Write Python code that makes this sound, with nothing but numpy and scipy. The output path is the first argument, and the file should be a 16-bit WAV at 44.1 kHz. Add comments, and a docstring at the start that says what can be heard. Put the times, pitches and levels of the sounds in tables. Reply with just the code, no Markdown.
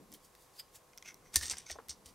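"""In a small quiet room, close to the microphone, a plastic pick pries at the leg of a hand-held plastic toy
figure. Fingers slide along the pick (coloured noise through its modes) and a fingernail taps; its tip ticks and
scrapes on the hollow foot. Then a tight part snaps free, rings the leg and jolts the hands (low decaying
sines). The part grinds on unevenly (random slips ringing the shell) with smaller clicks and a few dull knocks.
Every contact is a short crack plus decaying modes, weighted and detuned a little differently each time."""
import sys
import numpy as np
from scipy import signal
from scipy.fft import rfft, irfft, next_fast_len
from scipy.io import wavfile
from scipy.ndimage import uniform_filter1d

SR = 44100
rng = np.random.default_rng(int(sys.argv[2]) if len(sys.argv) > 2 else 0)


def unload_wav(signal):
    """Save mono or channel-first audio to the path in sys.argv[1] as 16-bit WAV at rate SR, clipped to [-1, 1]."""
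    wavfile.write(
        sys.argv[1],
        SR,
        np.round(np.clip(np.atleast_2d(signal).T, -1, 1) * 32767).astype(np.int16),
    )


N = 94418
TIME = np.arange(N) / SR
HIT_S = .15  # longest ring of one contact
AGE = TIME[:int(HIT_S * SR)]  # seconds since a contact
LEVEL_WINDOW_S = .002  # a click's or knock's level is its energy spread over this window
MODE_SCATTER_DB = 4
GRIPPED_DETUNE, STIFF_DETUNE = .045, .02  # share of a mode's pitch: gripped thin plastic, stiff parts


def amp(db):
    """Decibels to gain."""
    return 10 ** (np.asarray(db) / 20)


def unit(x):
    """Scale to unit energy."""
    return x / np.sqrt(np.sum(x ** 2))


def fade(t, t60):
    """Exponential decay, 60 dB in t60 seconds."""
    return amp(-60 * t / t60)


def add(out, s, x):
    """Mix x into out from s seconds on."""
    i = max(int(s * SR), 0)
    out[i:i + len(x)] += x[:max(N - i, 0)]


def band(x, hz, kind):
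    """Gentle low-, high- or band-pass."""
    return signal.sosfilt(signal.butter(2, hz, kind, fs=SR, output="sos"), x)


def log_curve(points, bins, size):
    """Levels in dB at the FFT bins, read along a logarithmic pitch axis through (Hz, dB) points."""
    hz, db = np.array(points, float).T
    bin_hz = np.arange(bins) * SR / size
    return np.interp(np.log(bin_hz + 1), np.log(hz), db)


def colour(x, points):
    """Causal minimum-phase filter through (Hz, dB) points."""
    size = 2 * next_fast_len(len(x))
    cepstrum = irfft(np.log(amp(log_curve(points, size // 2 + 1, size))))
    # folding the cepstrum onto positive time makes the filter causal
    cepstrum[1:size // 2] *= 2
    cepstrum[size // 2 + 1:] = 0
    return irfft(rfft(x, size) * np.exp(rfft(cepstrum)))[:len(x)]


def ring(modes, detune=GRIPPED_DETUNE, count=3):
    """Clusters of close decaying modes; each point of contact weights and detunes them differently."""
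    hz, db, t60 = np.repeat(np.array(modes, float), count, axis=0).T[:, :, None]
    scatter_db = MODE_SCATTER_DB * rng.standard_normal(hz.shape)
    weight = amp(db + scatter_db) * rng.choice([-1, 1], hz.shape)
    hz = hz * (1 + detune * rng.uniform(-0.99, 1, hz.shape))
    return unit(np.sum(weight * fade(AGE, t60) * np.sin(2 * np.pi * hz * AGE), axis=0))


def burst(t60):
    """A dense, quickly damped noise burst with an evened spectrum."""
    spectrum = rfft(rng.standard_normal(len(AGE)) * fade(AGE, t60))
    smooth = np.sqrt(uniform_filter1d(np.abs(spectrum) ** 2, size=250))
    return unit(irfft(spectrum / smooth, len(AGE)) * fade(AGE, HIT_S))


# spectrum of the dry crack: pitch_hz [Hz], level_db [dB per Hz, relative]
CRACK_SPECTRUM = [(150, -7), (600, -13), (1200, -11.5), (2000, -14), (3000, -3), (5600, 7), (7000, 2),
                  (8600, 2.5), (12000, -3), (16000, -10)]
CRACK_T60_S = 0.0062  # decay of the noise before its spectrum is evened


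def contact(modes, ring_db, body_db, bright_db, edge_db):
    """The plastic's answer to one contact: crack plus modes, hollower, brighter or sharper with the place."""
    crack = unit(colour(burst(CRACK_T60_S), CRACK_SPECTRUM))
    x = crack + amp(ring_db) * ring(modes)
    place = [(500, body_db / 2), (2300, body_db), (4000, 0), (6300, 0.0039), (8300, bright_db), (12000, edge_db)]
    return unit(colour(x, place))


# spectrum of the room's air: pitch_hz [Hz], level_db [dB per Hz, relative]
AIR_SPECTRUM = [(15, -50), (25, 4.5), (180, -2.5), (236, -8.5), (373, -2), (516, -3), (962, -3),
                (1040, -2.5), (1480, -10.5), (2220, -12.5), (2990, -15.5), (6920, -15), (11900, -16.5),
                (16000, -24)]
AIR_DB = -65.5


def air():
    """Steady room noise: white noise coloured to the room's spectrum."""
    x = colour(rng.standard_normal(N), AIR_SPECTRUM)
    return amp(AIR_DB) * x / x.std()


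# faint steady tones of the room: pitch_hz [Hz], level_db [dB, RMS]
HUM_TONES = [(498, -78), (1080, -79.5)]


def hum():
    """Constant sines; the square root of two turns RMS level into peak."""
    return sum(amp(db) * np.sqrt(2) * np.sin(2 * np.pi * hz * TIME) for hz, db in HUM_TONES)


# the hands shifting, as a level curve: time_s [s], level_db [dB]
RUSTLE_LEVEL = [(0, -54.5), (.03, -61), (.075, -71), (.125, -61), (.19, -74.5), (.85, -88), (1.14, -67.5),
                (1.3, -70), (1.42, -64.5), (1.65, -72.5), (1.9, -69), (2.14, -69)]


def rustle():
    """The moving hand rustles softly: low band-passed noise riding a level curve."""
    noise = band(rng.standard_normal(N), (120, 380), "bandpass")
    return noise / noise.std() * amp(np.interp(TIME, *np.array(RUSTLE_LEVEL).T))


# spectrum of rubbing skin: pitch_hz [Hz], level_db [dB per Hz, relative]
SKIN_SPECTRUM = [(300, -44), (1500, -5), (3000, 0), (6500, 5), (11000, 3), (16000, -1.5)]
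# modes of the pick: pitch_hz [Hz], level_db [dB, relative], t60_s [s]
PICK_MODES = [(3530, 3.5, 0.0067), (4620, 3, 0.012), (4984, 7, 0.017), (8570, 1, 0.011), (11300, 5, 0.015)]
# skin sliding along the pick: strongest_s [s], half_length_s [s], level_db [dB], ring_db [dB against the hiss]
SKIN_SLIDES = [(0.147, 0.046, -55, -25), (0.251, 0.073, -61.5, -14), (0.423, 0.19, -65, -14),
               (0.571, 0.088, -60, -11), (0.599, 0.023, -41, 1), (0.758, 0.045, -52, -31)]
SLIDE_RANGE_DB = 29  # drop from the strongest moment over one half length


def slides():
    """Skin hisses along the pick and makes it sing briefly: swelling noise excites the pick's modes."""
    out = np.zeros(N)
    for s, half, db, ring_db in SKIN_SLIDES:
        hiss = colour(rng.standard_normal(N), SKIN_SPECTRUM)
        hiss *= amp(db - SLIDE_RANGE_DB * np.abs(TIME - s) / half) / hiss.std()
        singing = signal.fftconvolve(hiss, ring(PICK_MODES, STIFF_DETUNE))[:N]
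        out += (hiss + amp(ring_db) * singing) / np.hypot(1, amp(ring_db))
    return out


# modes of the shell: pitch_hz [Hz], level_db [dB, relative], t60_s [s]
SHELL_MODES = [(1540, -15, 0.012), (1902, -9.5, 0.033), (2134, -10, 0.036), (3672, 0, 0.031),
               (4660, -5, 0.075), (5290, -2.5, 0.04), (5860, 5.5, 0.048), (6160, 1, 0.034),
               (7450, 0, 0.028), (8550, 3.5, 0.038), (9530, -4, 0.038), (11300, -6, 0.032)]
# fingernail taps, catches and edges striking the plastic: start_s [s], level_db [dB], body_db [dB, hollow body
# around 2 kHz], # bright_db [dB, around 8 kHz], edge_db [dB, above 11 kHz]
CLICKS = [(.1187, -51, -1, 0, 14), (0.126, -50, 9, 7, -5), (0.1387, -46, -7, -2, 18),
          (0.1496, -57, 9, 1, 11), (.351, -55, 19.5, -3, 9), (1.342, -36, 7, 5, 2),
          (1.3488, -45, 4, 2, -8), (1.3574, -25, 13.5, 3, 10.5), (1.3587, -16.5, -23, -0.5, 2),
          (1.3603, -25.5, 3, -1.5, 5), (1.3647, -24, -4, 4, 5), (1.367, -25.5, -2, 3, -7),
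          (1.3700, -36, -11, 4, -4), (1.4111, -38, 3, -3, -2), (1.424, -39, -10, -5, 3),
          (1.428, -39.5, 15, 5, -2), (1.431, -37, -2, 11, 7), (1.456, -36, 3, 4, -24),
          (1.466, -38, -1, 18, -13), (1.482, -38.5, -4, 3, -23), (1.4983, -28.5, -5.5, 6.5, -37),
          (1.5115, -30.5, 3, 7.5, -29), (1.5203, -39.5, 1, 2, -5), (1.57, -42, 6, -12, -6),
          (1.5837, -37.5, 7, 13, -4), (1.6992, -39.5, 22, -12, -3), (1.703, -41.5, 19, -10, -12),
          (1.7095, -41, -2, 0, 0), (1.7146, -38, 9, 1, -5), (1.8850, -46, 16, -3, 13),
          (1.8930, -42.5, 10, -6, -16), (1.8946, -37.5, -13, -4, -9), (1.907, -37.5, -6, 0, -10),
          (1.9133, -45.5, 10, -7, -15), (2.0597, -47.5, 5, 6, -2)]
CLICK_RING_DB = -2  # modes against crack


def clicks():
    """Fingernail taps, catches and edges strike the plastic: each click is one crack with the shell's modes."""
    out = np.zeros(N)
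    for s, db, body_db, bright_db, edge_db in CLICKS:
        add(out, s, amp(db) * contact(SHELL_MODES, CLICK_RING_DB, body_db, bright_db, edge_db))
    return out * np.sqrt(LEVEL_WINDOW_S * SR)


# knocks of loosely held parts: start_s [s], level_db [dB], pitch_hz [Hz, centre], t60_s [s]
LOOSE_KNOCKS = [(.144, -52, 3280, 0.037), (1.412, -39.5, 1740, 0.045), (1.43, -38.5, 1844, 0.18),
                (1.521, -50, 685, 0.046), (1.535, -42, 1594, 0.035), (1.7027, -44.5, 629, 0.04),
                (1.756, -44, 590, 0.018), (1.7862, -44, 456, 0.088), (1.787, -42, 1019, 0.045),
                (1.798, -48.5, 920, 0.036)]
KNOCK_RING_DB, KNOCK_DB_PER_OCTAVE = -4.5, 17.5  # tone against contact noise; noise slope off the centre
KNOCK_CONTACT_T60_S = 0.048  # decay of the noise before its spectrum is evened


def knocks():
    """Loosely held parts knock, muffled by the hand: noise peaked at one pitch plus a short tone there."""
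    out = np.zeros(N)
    for s, db, hz, t60 in LOOSE_KNOCKS:
        slopes = [(hz * 2. ** k, -KNOCK_DB_PER_OCTAVE * abs(k)) for k in range(-4, 5)]
        noise = colour(burst(KNOCK_CONTACT_T60_S), slopes)
        tone = np.sin(2 * np.pi * hz * AGE) * fade(AGE, t60)
        knock = unit(unit(noise) + amp(KNOCK_RING_DB) * unit(tone))
        add(out, s, amp(db) * np.sqrt(LEVEL_WINDOW_S * SR) * knock)
    return out


# modes of the foot under the tip: pitch_hz [Hz], level_db [dB, relative], t60_s [s]
FOOT_MODES = [(1487, -10, 0.034), (2120, 3, 0.015), (2510, -5.5, 0.016), (3330, -10.5, 0.027),
              (5370, -6.5, .012), (6110, 4, 0.013)]
FOOT_BRIGHT_DB = -3.5  # around 8 kHz
# the pick's tip touching the hollow foot: start_s [s], level_db [dB],
# body_db [dB, hollow body around 2 kHz], edge_db [dB, above 11 kHz]
FOOT_TICKS = [(0.9335, -57, 11, -3), (0.9762, -44.5, 1.5, 8.5), (0.982, -47, -9, -20),
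              (1.0252, -46.5, 2.5, -6), (1.1432, -49.5, -14, 7.5)]
TICK_RING_DB = -1.5  # modes against crack


def ticks():
    """The pick's tip ticks on the foot: each touch is one crack with the foot's modes."""
    out = np.zeros(N)
    for s, db, body_db, edge_db in FOOT_TICKS:
        add(out, s, amp(db) * contact(FOOT_MODES, TICK_RING_DB, body_db, FOOT_BRIGHT_DB, edge_db))
    return out * np.sqrt(LEVEL_WINDOW_S * SR)


SLIPS_PER_S, CATCHES_PER_S = 1200, 220  # average slips at each point; rate of new catch levels
SCRAPE_RANGE_DB, CATCH_DB = 21.5, 4  # swell from start to strongest; unevenness either way


def scrape(strokes, modes, ring_db, bright_db, points=3):
    """Tiny slips at a few points ring the plastic; each catches and lets go as pressure builds and falls."""
    out = np.zeros(N)
    for start, top, end, db, body_db, edge_db in strokes:
        t = np.arange(start, end, 1 / SR)
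        pressure_db = db - SCRAPE_RANGE_DB * np.interp(t, [start, top, end], [1, 0, 1])
        for _ in range(points):
            chance = rng.random(len(t))
            size = rng.standard_normal(len(t))
            catches = rng.uniform(-1.05, 1, SR // 2)
            catch_db = CATCH_DB * np.interp((t - start) * CATCHES_PER_S, np.arange(SR // 2), catches)
            # the gain keeps the summed power independent of slip rate and number of points
            slips = (chance < SLIPS_PER_S / SR) * size * np.sqrt(SR / SLIPS_PER_S / points)
            answer = contact(modes, ring_db, body_db, bright_db, edge_db)
            add(out, start, signal.fftconvolve(slips * amp(pressure_db + catch_db), answer))
    return out


# the pick's tip dragging across the hollow foot: start_s [s], strongest_s [s], end_s [s], level_db [dB],
# body_db [dB, hollow body around 2 kHz], edge_db [dB, above 11 kHz]
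FOOT_DRAGS = [(1.04, 1.059, 1.094, -48.5, 3.5, -5), (1.06, 1.083, 1.128, -45, 0.5, -4),
              (1.22, 1.262, 1.35, -64, 3.5, -3), (1.655, 1.664, 1.767, -50, -4, -8)]


def drags():
    """The tip scrapes across the foot: its slips ring the foot's modes, 3.5 dB over the crack."""
    return scrape(FOOT_DRAGS, FOOT_MODES, 3.5, FOOT_BRIGHT_DB)


# the tight part grinding in its seat: start_s [s], strongest_s [s], end_s [s], level_db [dB],
# body_db [dB, hollow body around 2 kHz], edge_db [dB, above 11 kHz]
SEAT_SCRAPES = [(1.322, 1.346, 1.39, -44.5, 13.5, 0), (1.356, 1.365, 1.44, -37, -6, -1.5),
                (1.405, 1.431, 1.548, -39.5, 8, -5), (1.485, 1.514, 1.5575, -38.5, 7.5, -6.5),
                (1.535, 1.585, 1.663, -51, 11.5, -11), (1.68, 1.713, 1.7535, -43.5, 4.5, -17),
                (1.886, 1.898, 1.941, -42.5, -3, -11), (2.045, 2.062, 2.14, -55, 10, 2)]


def grinding():
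    """The tight part grinds in its seat: its slips ring the shell's modes, 5.5 dB under the crack."""
    return scrape(SEAT_SCRAPES, SHELL_MODES, -5.5, 0)


# low modes of the whole leg: pitch_hz [Hz], level_db [dB, relative], t60_s [s]
LEG_MODES = [(923, -3, 0.046), (1077, -8, 0.047), (1446, -5, 0.04), (1780, 0, 0.058), (2180, 1.5, 0.037),
             (2530, -10, 0.055)]
SNAP_S, SNAP_DB = 1.359, -30.5  # the tight part breaks free


def snap():
    """The part breaking free rings the whole leg in its low modes, under the snap's own clicks."""
    out = np.zeros(N)
    add(out, SNAP_S, amp(SNAP_DB) * ring(LEG_MODES, STIFF_DETUNE, count=1))
    return out * np.sqrt(LEVEL_WINDOW_S * SR)


# jolts taken up by the hands: start_s [s], level_db [dB, before the thump's slow rise]
HAND_JOLTS = [(1.367, -29.5), (1.416, -39.5), (1.443, -48.5), (1.48, -46.5), (1.525, -44.5), (1.715, -43.5),
              (1.894, -44), (2.06, -50)]
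THUMP_HZ, THUMP_T60_S, THUMP_RISE_S = 73.3, 0.078, 0.0045
PALM_HZ, PALM_T60_S, PALM_DB = 325, 0.044, -16  # level against the thump


def jolts():
    """Each jolt gives a low, softly rising thump and a short knock in the palm, both decaying sines."""
    out = np.zeros(N)
    rise = 1 - np.exp(-AGE / THUMP_RISE_S)
    thump = np.sin(2 * np.pi * THUMP_HZ * AGE) * fade(AGE, THUMP_T60_S) * rise
    palm = amp(PALM_DB) * np.sin(2 * np.pi * PALM_HZ * AGE) * fade(AGE, PALM_T60_S)
    for s, db in HAND_JOLTS:
        add(out, s, amp(db) * (thump + palm))
    return out


ROOM_DB, ROOM_GAP_S = -18.5, 0.0072  # reflections against direct sound; silence before the first one
ROOM_T60_S, ROOM_TREBLE_T60_S = 0.29, 0.074


def reflections(dry):
    """Diffuse reflections whose treble dies sooner: the sound convolved with decaying noise."""
    t, noise = TIME[:SR // 2], rng.standard_normal(SR // 2)
    low = band(noise, 4600, "lowpass") * fade(t, ROOM_T60_S)
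    treble = band(noise, 4500, "highpass") * fade(t, ROOM_TREBLE_T60_S)
    tail = amp(ROOM_DB) * unit((low - treble) * (t > ROOM_GAP_S))
    return signal.fftconvolve(dry, tail)[:N]


# direct sound, side against mid: pitch_hz [Hz], level_db [dB]
DIRECT_SPREAD = [(60, -23), (250, -7.5), (1000, -11), (2000, -20.5), (5000, -21), (12000, -15.5)]
# left over right: pitch_hz [Hz], level_db [dB]
LEFT_LEAN = [(40, -0.5), (120, 1.3), (1000, 0), (2000, 0.4), (5000, -0.8), (12000, 0)]
ROOM_SIDE_DB, AIR_SIDE_DB, AIR_SIDE_HZ = -32, -7, 130  # side gains; the air's side is high-passed


def scene():
    """The toy sits near the centre; its direct sound, the reflections and the room noise spread a little."""
    handling = rustle() + slides() + knocks() + jolts()
    plastic = clicks() + ticks() + drags() + grinding() + snap()
    dry = handling + plastic
    mid = dry + reflections(dry) + air() + hum()
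    air_side = amp(AIR_SIDE_DB) * band(air(), AIR_SIDE_HZ, "highpass")
    diffuse = amp(ROOM_SIDE_DB) * reflections(dry) + air_side
    spread = amp(log_curve(DIRECT_SPREAD, N // 2 + 1, N))
    # a quarter-turn of phase widens the direct sound without moving it
    side = diffuse + irfft(1j * spread * rfft(dry), N)
    left, right = [colour(mid + sign * side, [(hz, sign * lean / 2) for hz, lean in LEFT_LEAN])
                   for sign in (1, -1)]
    return np.array([left, right])


def record(dry):
    """The recorder cuts the top: a steep low-pass at 15.6 kHz."""
    return signal.sosfilt(signal.ellip(8, .2, 80, 15600, fs=SR, output="sos"), dry)


dry = scene()
out = record(dry)
unload_wav(out)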